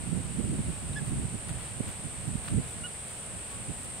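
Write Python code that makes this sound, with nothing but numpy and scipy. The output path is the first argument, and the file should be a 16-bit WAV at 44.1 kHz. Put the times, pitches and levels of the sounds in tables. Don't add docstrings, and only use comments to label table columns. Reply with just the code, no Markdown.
import sys
import numpy as np
from scipy.fft import rfft, irfft
from scipy.io import wavfile
from scipy.ndimage import uniform_filter1d

SR = 44100
rng = np.random.default_rng(int(sys.argv[2]) if len(sys.argv) > 2 else 0)


def inscribe(sig):
    pcm = np.round(np.clip(np.atleast_2d(sig).T, -1, 1) * 32767)
    wavfile.write(sys.argv[1], SR, pcm.astype(np.int16))


N = 176400
TIME = np.arange(N) / SR
HZ = np.maximum(np.arange(N // 2 + 1) * SR / N, 1)

HUSH_COLOUR = [(25, -7), (60, 5.5), (130, 6), (300, -4.5), (600, -2), (1100, -7.5), (1700, -8.5),
               (2700, -8), (4000, -13.5), (5400, -17), (7000, -18), (11000, -24.5), (15500, -33.5)]
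HUSH_LIKENESS = [(60, 0.91), (200, 0.98), (700, 0.6), (1300, 0.3778), (2400, 0.12), (4400, 0.13),
                 (15000, -0.74)]
HUSH_PAN = [(100, 1.5), (700, -2), (2400, -4), (4400, -.5), (15000, 2)]
WIND_LEVELS = [(0, -37), (.17, -35.5), (.3, -37.5), (.42, -37.5), (.66, -34), (.78, -41), (.9, -34.5),
               (1.05, -35), (1.2, -31), (1.42, -44), (1.52, -35.5), (1.68, -48.5), (1.82, -40.5),
               (1.97, -48.5), (2.15, -45), (2.3, -34), (2.45, -45.5), (2.57, -29.5), (2.7, -48.5),
               (2.8, -41.5), (2.88, -51.5), (3.25, -54.5), (3.36, -42), (3.44, -50), (3.6, -44.5),
               (4, -49.5)]
WIND_COLOUR = [(20, -22), (45, -3), (80, 0), (140, 0), (220, -5), (320, -14), (500, -28), (1000, -43.5),
               (3000, -69)]
BUFFETS = [(0.094, 0.0053, -34.5, -11), (0.13, 0.0075, -25, -25), (0.175, 0.016, -28, -14),
           (0.396, 0.015, -27, -17), (0.447, .008, -27, -9), (0.514, 0.036, -29.5, -5),
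           (0.596, 0.0092, -27.5, -1), (0.691, 0.0093, -29, -11), (1.126, 0.0093, -28.5, -17),
           (1.234, .02, -37, -3), (1.35, 0.0095, -30, -8.5), (1.511, 0.015, -36, -10),
           (1.806, 0.0042, -24.5, -19), (1.883, 0.014, -36, -2), (2.058, 0.015, -35.5, -19.5),
           (2.358, 0.0051, -25.5, -22), (2.525, .012, -28, -7.5), (2.579, 0.017, -23.5, -9.5),
           (3.702, 0.014, -32.5, -19)]
BUFFET_COLOUR = [(20, -30), (45, -14), (80, -1), (140, 3.5), (230, -2.5), (330, -11.5), (500, -21),
                 (1000, -61), (3000, -80.5)]
RUSTLES = [(0.734, 0.03557, -54.5, -60), (1.079, 0.022, -54, -55), (1.496, 0.01, -46.5, -57),
           (1.634, 0.049, -50.5, -60), (1.892, .035, -48.5, -53.5), (2.475, 0.038, -51, -55),
           (2.483, 0.0033, -40, -64), (2.638, 0.0095, -51, -68), (2.7, 0.02614, -55, -54.5),
           (3.135, 0.056, -61, -59), (3.52, 0.03233, -54.5, -64), (3.81, .05, -62, -61)]
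BODY_COLOUR = [(200, -40), (700, 4.5), (1400, 7.5), (2600, 2.5), (4300, -0.5), (6000, -16.5), (12000, -26)]
TOP_COLOUR = [(1000, -15), (4000, -5), (7000, 3.5), (12000, -1.5), (15500, -4)]
TWIG_TICKS = [(1.483, -56), (2.278, -50), (3.382, -56), (3.511, -50), (3.717, -58), (3.841, -49)]
# start t/s, length/s, top f/Hz, arch depth, level/dB at 1, 2, 3 and 4 times the pitch
CHIRPS = [(0.954, 0.055, 1727, 0.42, -38, -52, -57, -70),
          (2.832, 0.052, 1463, .45, -46, -40.5, -72.5, -68.5)]
NEAR_INSECTS = [(88.0, 0, 1.5), (70.4, -5, -1)]
WING_COLOUR = [(6000, -45), (6900, -31), (7100, -15.5), (7550, -13.5), (7800, -6.5), (8300, -2.5),
               (8650, -1), (9100, -4), (9600, -10), (10100, -18.5), (10900, -31), (12800, -27.5),
               (15500, -34)]
NEAR_COLOUR = [(4000, -62), (7400, 3.5), (9800, -3), (11000, -16)]
CHORUS_TONES = [(7400, 7), (7738, 6), (7809, 6), (7942, 6), (8023, 7), (8076, 5), (8139, 5), (8182, 7),
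                (8357, 8), (8401, 5), (8568, 7), (8659, 7), (8892, 5), (9035, 9), (9080, 8), (9173, 8),
                (9435, 5), (9600, 7)]


def from_db(db):
    return 10 ** (np.asarray(db) / 20)


def unit_power(x):
    return x / np.sqrt(np.mean(x ** 2) + 1e-20)


def over_hz(points):
    hz, value = np.transpose(points)
    return np.interp(np.log(HZ), np.log(hz), value)


def colour(x, spectrum):
    return unit_power(irfft(rfft(x) * from_db(over_hz(spectrum)), N))


def pan(db):
    gains = from_db(np.array([[.5], [-.5]]) * db)
    return gains / np.sqrt(np.mean(gains ** 2, axis=0))


def drift(hz):
    return unit_power(irfft(rfft(rng.standard_normal(N)) / (1 + (HZ / hz) ** 2), N))


def noise(spectrum, likeness=0, pan_db=0):
    mid, side = rfft(rng.standard_normal((2, N)))
    both = np.sqrt(1 + likeness) * mid + np.sqrt(1 - likeness) * side * [[1], [-1]]
    return colour(irfft(both * pan(pan_db), N), spectrum)


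def swell(middle_s, half_s):
    return np.exp(-.5 * np.minimum(((TIME - middle_s) / half_s) ** 2, 100))


def leaf_echoes(x, decay_s):
    echoes = rng.standard_normal((2, N)) * np.exp(-np.minimum(TIME / decay_s, 20))
    return irfft(rfft(x) * rfft(unit_power(echoes)), N) / np.sqrt(N)


def hush(level_db=-45):
    return from_db(level_db) * noise(HUSH_COLOUR, over_hz(HUSH_LIKENESS), over_hz(HUSH_PAN))


def wind(flutter_db=2.5, flutter_hz=42):
    level_db = np.interp(TIME, *np.transpose(WIND_LEVELS))
    flutter = unit_power(from_db(flutter_db * np.array([drift(flutter_hz), drift(flutter_hz)])))
    rumble = from_db(level_db) * pan(-6.5) * flutter * noise(WIND_COLOUR)
    swirls = noise(BUFFET_COLOUR)
    local_power = uniform_filter1d(uniform_filter1d(swirls ** 2, size=500), size=500)
    swirls /= np.sqrt(local_power)
    hits = sum(from_db(db) * pan(pan_db) * swell(t, half) for t, half, db, pan_db in BUFFETS)
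    return rumble + hits * swirls


def leaves(grain_db=3.5, tick_decay_s=.008):
    body = sum(from_db(db) * swell(t, half) for t, half, db, _ in RUSTLES)
    top = sum(from_db(db) * swell(t, half) for t, half, _, db in RUSTLES)
    for t, db in TWIG_TICKS:
        top += from_db(db) * (TIME >= t) * np.exp(-np.clip((TIME - t) / tick_decay_s, 0, 20))
    grain = unit_power(from_db(grain_db * drift(320)))
    brush = body * noise(BODY_COLOUR, likeness=.37, pan_db=1)
    crackle = top * noise(TOP_COLOUR, pan_db=1)
    return grain * (brush + crackle)


def birds(peak_at=.43, fade_in=.22, fade_out=.55):
    song = np.zeros(N)
    for start, length, top_hz, arch, *harmonics_db in CHIRPS:
        along = np.clip((TIME - start) / length, 0, 1)
        pitch_hz = top_hz * (1 - arch * (along - peak_at) ** 2)
        phase = 2 * np.pi * np.cumsum(pitch_hz) / SR
        rise = np.minimum(along / fade_in, 1)
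        fall = np.sin(np.pi / 2 * np.minimum((1 - along) / fade_out, 1)) ** 2
        for k, db in enumerate(harmonics_db, 1):
            song += np.sqrt(2) * from_db(db) * (rise * fall) ** np.sqrt(k) * np.sin(k * phase)
    squeak = from_db(-41) * swell(.935, .0007) * np.sin(2 * np.pi * 3780 * (TIME - .935))
    whistle = from_db(-53) * swell(3.54, .028) * np.sin(2 * np.pi * 1110 * TIME)
    song += squeak + whistle
    return pan(-4) * (song + from_db(-25) * leaf_echoes(song, decay_s=.035))


def insect(stroke_hz, teeth=8, tooth_spread=.25, stroke_depth=.65, jitter_s=.000022):
    rate_hz = stroke_hz * (1 + .001 * drift(3))
    strokes = np.cumsum(rate_hz) / SR + rng.random()
    strokes += stroke_hz * jitter_s * drift(500)
    tooth = np.floor(strokes * teeth).astype(int)
    sizes = 1 + tooth_spread * rng.standard_normal(teeth)
    force = sizes[tooth % teeth] * (1 + stroke_depth * np.cos(2 * np.pi * strokes))
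    clicks = np.diff(tooth, prepend=tooth[0]) * force
    buzz = colour(clicks, WING_COLOUR)
    return colour(buzz + from_db(-3) * leaf_echoes(buzz, decay_s=.012), NEAR_COLOUR)


def insects(start_db=-43.94, growth_db_per_s=.28, near_share_db=-4, tone_width_hz=16):
    near = sum(from_db(db) * pan(pan_db) * insect(hz) for hz, db, pan_db in NEAR_INSECTS)
    lift = 1 + sum((from_db(db) - 1) / (1 + (2 * (HZ - hz) / tone_width_hz) ** 2)
                   for hz, db in CHORUS_TONES)
    blur = noise(WING_COLOUR, likeness=.23)
    chorus = unit_power(irfft(rfft(blur) * lift, N))
    gain = from_db(start_db + growth_db_per_s * TIME)
    return gain * (chorus + from_db(near_share_db) * unit_power(near))


def scene():
    return hush() + insects() + wind() + birds() + leaves()


def record(dry):
    cutoff_hz, slope_width_hz = 15750, 100
    return irfft(rfft(dry) * np.clip((cutoff_hz - HZ) / slope_width_hz + .5, 0, 1), N)


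dry = scene()
out = record(dry)
inscribe(out)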